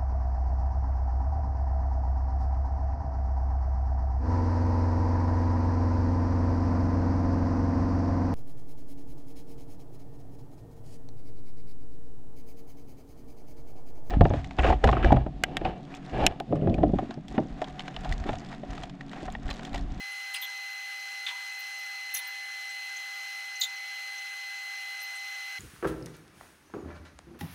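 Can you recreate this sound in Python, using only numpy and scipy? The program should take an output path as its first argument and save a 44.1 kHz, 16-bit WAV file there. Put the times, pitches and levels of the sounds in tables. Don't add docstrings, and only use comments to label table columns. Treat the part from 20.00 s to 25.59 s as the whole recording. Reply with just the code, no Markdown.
import sys
import numpy as np
from scipy import signal
from scipy.fft import rfft, irfft
from scipy.io import wavfile

SR = 44100
rng = np.random.default_rng(int(sys.argv[2]) if len(sys.argv) > 2 else 0)


def file_out(sig):
    cols = np.atleast_2d(sig).T
    lim = np.clip(cols, -1, 1)
    pcm = np.round(lim * 32767).astype(np.int16)
    wavfile.write(sys.argv[1], SR, pcm)


N = 246519
TIME = np.arange(N) / SR
FREQS_HZ = np.maximum(np.arange(N // 2 + 1) * SR / N, 1)

# (frequency [Hz], relative level [dB])
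RUSH_COLOUR = [(30, -40.5), (80, -48), (150, -46), (240, -38.5), (450, -28), (580, -25), (820, -17.5),
               (980, -20.5), (1350, -10.5), (2500, -9.5), (3700, -14.5), (4900, -16), (8600, -24.5),
               (15500, -27)]
# (frequency [Hz], width [Hz], boost or cut [dB])
AIR_RESONANCES = [(2920, 610, 5.5), (4140, 250, 3.5), (4590, 280, 4.5), (4684, 200, -4.5), (5350, 210, 5.5),
                  (6150, 130, 9), (6680, 450, 4), (9900, 340, 4.5)]
# (frequency [Hz], level [dB])
CASING_TONES = [(442, -83), (678, -80), (733, -73), (958, -73), (1362, -71), (1760, -70), (1922, -70),
                (2498, -70), (2961, -66), (5943, -75), (6724, -72), (6907, -76), (7868, -80)]
# (time [s], frequency [Hz], level [dB], length [s])
RINGING_TONES = [(1.905, 1753, -56, 0.95), (2.15, 2215, -59, .5), (3.694, 2230, -53, 0.3),
                 (5.42, 2210, -58, 0.22)]
# (multiple of the blade rate, relative level [dB])
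MAIN_FAN_HARMONICS = [(1, 0), (2, -12.3), (3, -20.5), (4, -25.5), (5, -33), (6, -42), (7, -46)]
SMALL_FAN_HARMONICS = [(1, -8), (2, .5), (3, -15.5), (4, -31), (5, -27), (6, -25)]
# (time [s], frequency [Hz], level [dB])
POOL_TICKS = [(0.115, 10100, -52), (1.592, 14300, -46), (1.785, 12400, -54), (2.245, 9000, -50.5),
              (2.271, 14600, -45), (2.696, 7910, -51), (2.962, 6300, -43.5), (3.554, 6150, -43),
              (3.596, 14100, -41), (4.177, 6100, -46), (5.000, 8650, -51), (5.012, 11550, -50),
              (5.027, 14100, -46), (5.152, 8100, -51)]
# (time [s], length [s], whistle [Hz], whistle level [dB], upper whistle [Hz],
# upper width [Hz], upper level [dB], repeat against first whistle [dB], lingering tone [Hz],
# lingering level [dB], burst [Hz], burst level [dB], hiss level [dB], puff level [dB])
POOL_SPITS = [ (0.336, 0.026, 3000, -28.5, 9200, 1600, -37, -4, 4900, -44, 14700, -44, -54, -38),
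              (0.414, 0.033, 3440, -34, 12120, 320, -36.5, -11, 3380, -40.5, 14100, -41, -50, -48),
              (1.257, 0.048, 3460, -27, 7860, 250, -64, -3.5, 3400, -46, 14000, -72, -75, -37.5),
              (2.139, .054, 6200, -29, 10920, 218, -33.5, -3, 3650, -48.5, 12900, -28.5, -39, -42.5),
              (3.607, .040, 3890, -20.5, 6800, 450, -29, -4, 3600, -33.5, 14500, -42, -42, -51)]


def undb(db):
    return 10 ** (np.asarray(db) / 20)


def unit(x):
    return x / np.sqrt(np.mean(x ** 2))


def wander(rate_hz):
    return unit(irfft(rfft(rng.standard_normal(N)) / (1 + (FREQS_HZ / rate_hz) ** 2), N))


def sine(hz):
    return np.sqrt(2) * np.sin(2 * np.pi * np.cumsum(hz) / SR)


def noise_band(count, hz, width_hz):
    b, a = signal.iirpeak(hz, hz / (1.36 * width_hz), SR)
    once = signal.lfilter(b, a, rng.standard_normal(count))
    return unit(signal.lfilter(b, a, once))


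def keep_side(x, side, hz, order=2):
    return signal.sosfilt(signal.butter(order, hz, side, fs=SR, output="sos"), x)


def add(track, start_s, sound):
    part = track[int(start_s * SR):][:len(sound)]
    part += sound[:len(part)]


def rush(db, flicker_db, ripple_db, swell_db):
    points_hz, points_db = np.transpose(RUSH_COLOUR)
    colour_db = np.interp(np.log(FREQS_HZ), np.log(points_hz), points_db)
    for hz, width_hz, peak_db in AIR_RESONANCES:
        colour_db += peak_db * np.exp(-2 * ((FREQS_HZ - hz) / width_hz) ** 2)
    colour_db += ripple_db * wander(160)[:len(FREQS_HZ)]
    spectrum = rfft(rng.standard_normal(N)) * undb(colour_db)
    half_octave = np.floor(2 * np.log2(np.maximum(FREQS_HZ, 500)))
    air = np.zeros(N)
    for k in np.unique(half_octave):
        air += irfft(spectrum * (half_octave == k), N) * undb(flicker_db * wander(9.7))
    return unit(air) * undb(db + swell_db * wander(.5))


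def casing(drift_hz):
    return sum(undb(db) * sine(hz + drift_hz * wander(9.95)) for hz, db in CASING_TONES)


def ringing(drift_hz):
    out = np.zeros(N)
    drift = drift_hz * wander(12)
    for start_s, hz, db, length_s in RINGING_TONES:
        count = int(length_s * SR)
        pitch_hz = hz + drift[int(min(start_s, 5) * SR):][:count]
        fade = np.sqrt(np.hanning(count))
        add(out, start_s, undb(db) * fade * sine(pitch_hz))
    return out


def throb(hz, width_hz, peak_db, rate_hz, first_peak_s, depth_db):
    swell = (.5 + .5 * np.cos(2 * np.pi * rate_hz * (TIME - first_peak_s))) ** 2
    return noise_band(N, hz, width_hz) * undb(peak_db + depth_db * (swell - 1))


def fan(blade_hz, db, harmonics, drift_hz, flutter_db, jitter_hz=.7):
    pitch_hz = blade_hz + drift_hz * wander(.97) + jitter_hz * wander(8.6)
    return sum(undb(db + relative_db + flutter_db * k * wander(8.3)) * sine(k * pitch_hz)
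               for k, relative_db in harmonics)


def workshop(direct, walls_db, pipe_db, low_ring_s=.26, treble_ring_s=.17, pipe_ring_s=.67):
    t = TIME[:SR]
    noise = rng.standard_normal(SR)
    low = keep_side(noise, "low", 2200) * undb(-60 * t / low_ring_s)
    treble = keep_side(noise, "high", 2200) * undb(-6 - 60 * t / treble_ring_s)
    walls = (low + treble) * (1 - np.exp(-t / .011))
    pipe = noise_band(SR, hz=965, width_hz=80) * undb(-60 * t / pipe_ring_s)
    echo = undb(walls_db) * walls / np.linalg.norm(walls) + undb(pipe_db) * pipe / np.linalg.norm(pipe)
    return direct + signal.fftconvolve(direct, echo)[:N]


def squirt(hz, width_hz, db, length_s, rise_s=.0022, close_s=.006, spray_db=-18):
    t = TIME[:SR // 8]
    raw = signal.hilbert(noise_band(len(t), hz, width_hz))
    tone = unit(raw.real / np.sqrt(1 + np.abs(raw) ** 2))
    spray = undb(spray_db) * noise_band(len(t), hz, hz / 4)
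    opening = (1 - np.exp(-t / rise_s)) * np.exp(-.4 * t / length_s)
    closing = np.exp(-np.maximum(t - length_s, 0) / close_s)
    return undb(db) * opening * closing * (tone + spray)


def spit(length_s, whistle_hz, whistle_db, upper_hz, upper_width_hz, upper_db, repeat_db,
         linger_hz, linger_db, burst_hz, burst_db, hiss_db, puff_db):
    out = np.zeros(SR // 4)
    lag_s, upper_lag_s, whistle_s = .0065, .0023, .0075
    add(out, 0, squirt(burst_hz, width_hz=1000, db=burst_db, length_s=.0086))
    add(out, 0, squirt(hz=13700, width_hz=6100, db=hiss_db, length_s=length_s))
    add(out, lag_s, squirt(hz=2330, width_hz=1700, db=puff_db, length_s=length_s))
    for start_s, pitch, change_db in [(0, 1, 0), (.02, .95, repeat_db)]:
        whistle = squirt(whistle_hz * pitch, width_hz=520, db=whistle_db + change_db, length_s=whistle_s)
        upper = squirt(upper_hz * pitch, upper_width_hz, upper_db + change_db, length_s=.0068)
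        add(out, start_s + lag_s, whistle)
        add(out, start_s + upper_lag_s, upper)
    add(out, lag_s + whistle_s, squirt(linger_hz, width_hz=230, db=linger_db, length_s=length_s))
    add(out, upper_lag_s, squirt(upper_hz, upper_width_hz, upper_db - 6, length_s))
    return out


def molten_pool(simmer_db, simmer_count):
    out = np.zeros(N)
    for when, pitch, size in rng.random((simmer_count, 3)):
        tiny = squirt(hz=5350 + 900 * pitch, width_hz=300, db=simmer_db + 6 * size, length_s=.004)
        add(out, when * N / SR, tiny)
    for start_s, *shape in POOL_SPITS:
        add(out, start_s, spit(*shape))
    for start_s, hz, db in POOL_TICKS:
        add(out, start_s, squirt(hz, width_hz=.066 * hz, db=db, length_s=.016))
    return keep_side(out, "high", hz=750, order=4)


def scene():
    air = rush(db=-46, flicker_db=.86, ripple_db=2, swell_db=.33)
    machine = casing(drift_hz=3.04) + ringing(drift_hz=11)
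    machine += throb(hz=1608, width_hz=80, peak_db=-53.5, rate_hz=4.94, first_peak_s=.08, depth_db=20)
    fans = fan(blade_hz=2030.8, db=-40, harmonics=MAIN_FAN_HARMONICS, drift_hz=.6, flutter_db=.3)
    fans += fan(blade_hz=2082.2, db=-51, harmonics=SMALL_FAN_HARMONICS, drift_hz=1.3, flutter_db=.4)
    fans += fan(blade_hz=795.8, db=-56, harmonics=[(1, 0)], drift_hz=.2, flutter_db=.7)
    pool = workshop(molten_pool(simmer_db=-51, simmer_count=120), walls_db=-13.5, pipe_db=-9.5)
    return (air + machine + fans + pool)[None]


def record(dry):
    fade_s, top_hz = .004, 15650
    fade = np.clip(np.minimum(TIME, TIME[-1] - TIME) / fade_s, 0, 1)
    return signal.sosfilt(signal.ellip(12, .2, 80, top_hz, fs=SR, output="sos"), dry * fade)


dry = scene()
out = record(dry)
file_out(out)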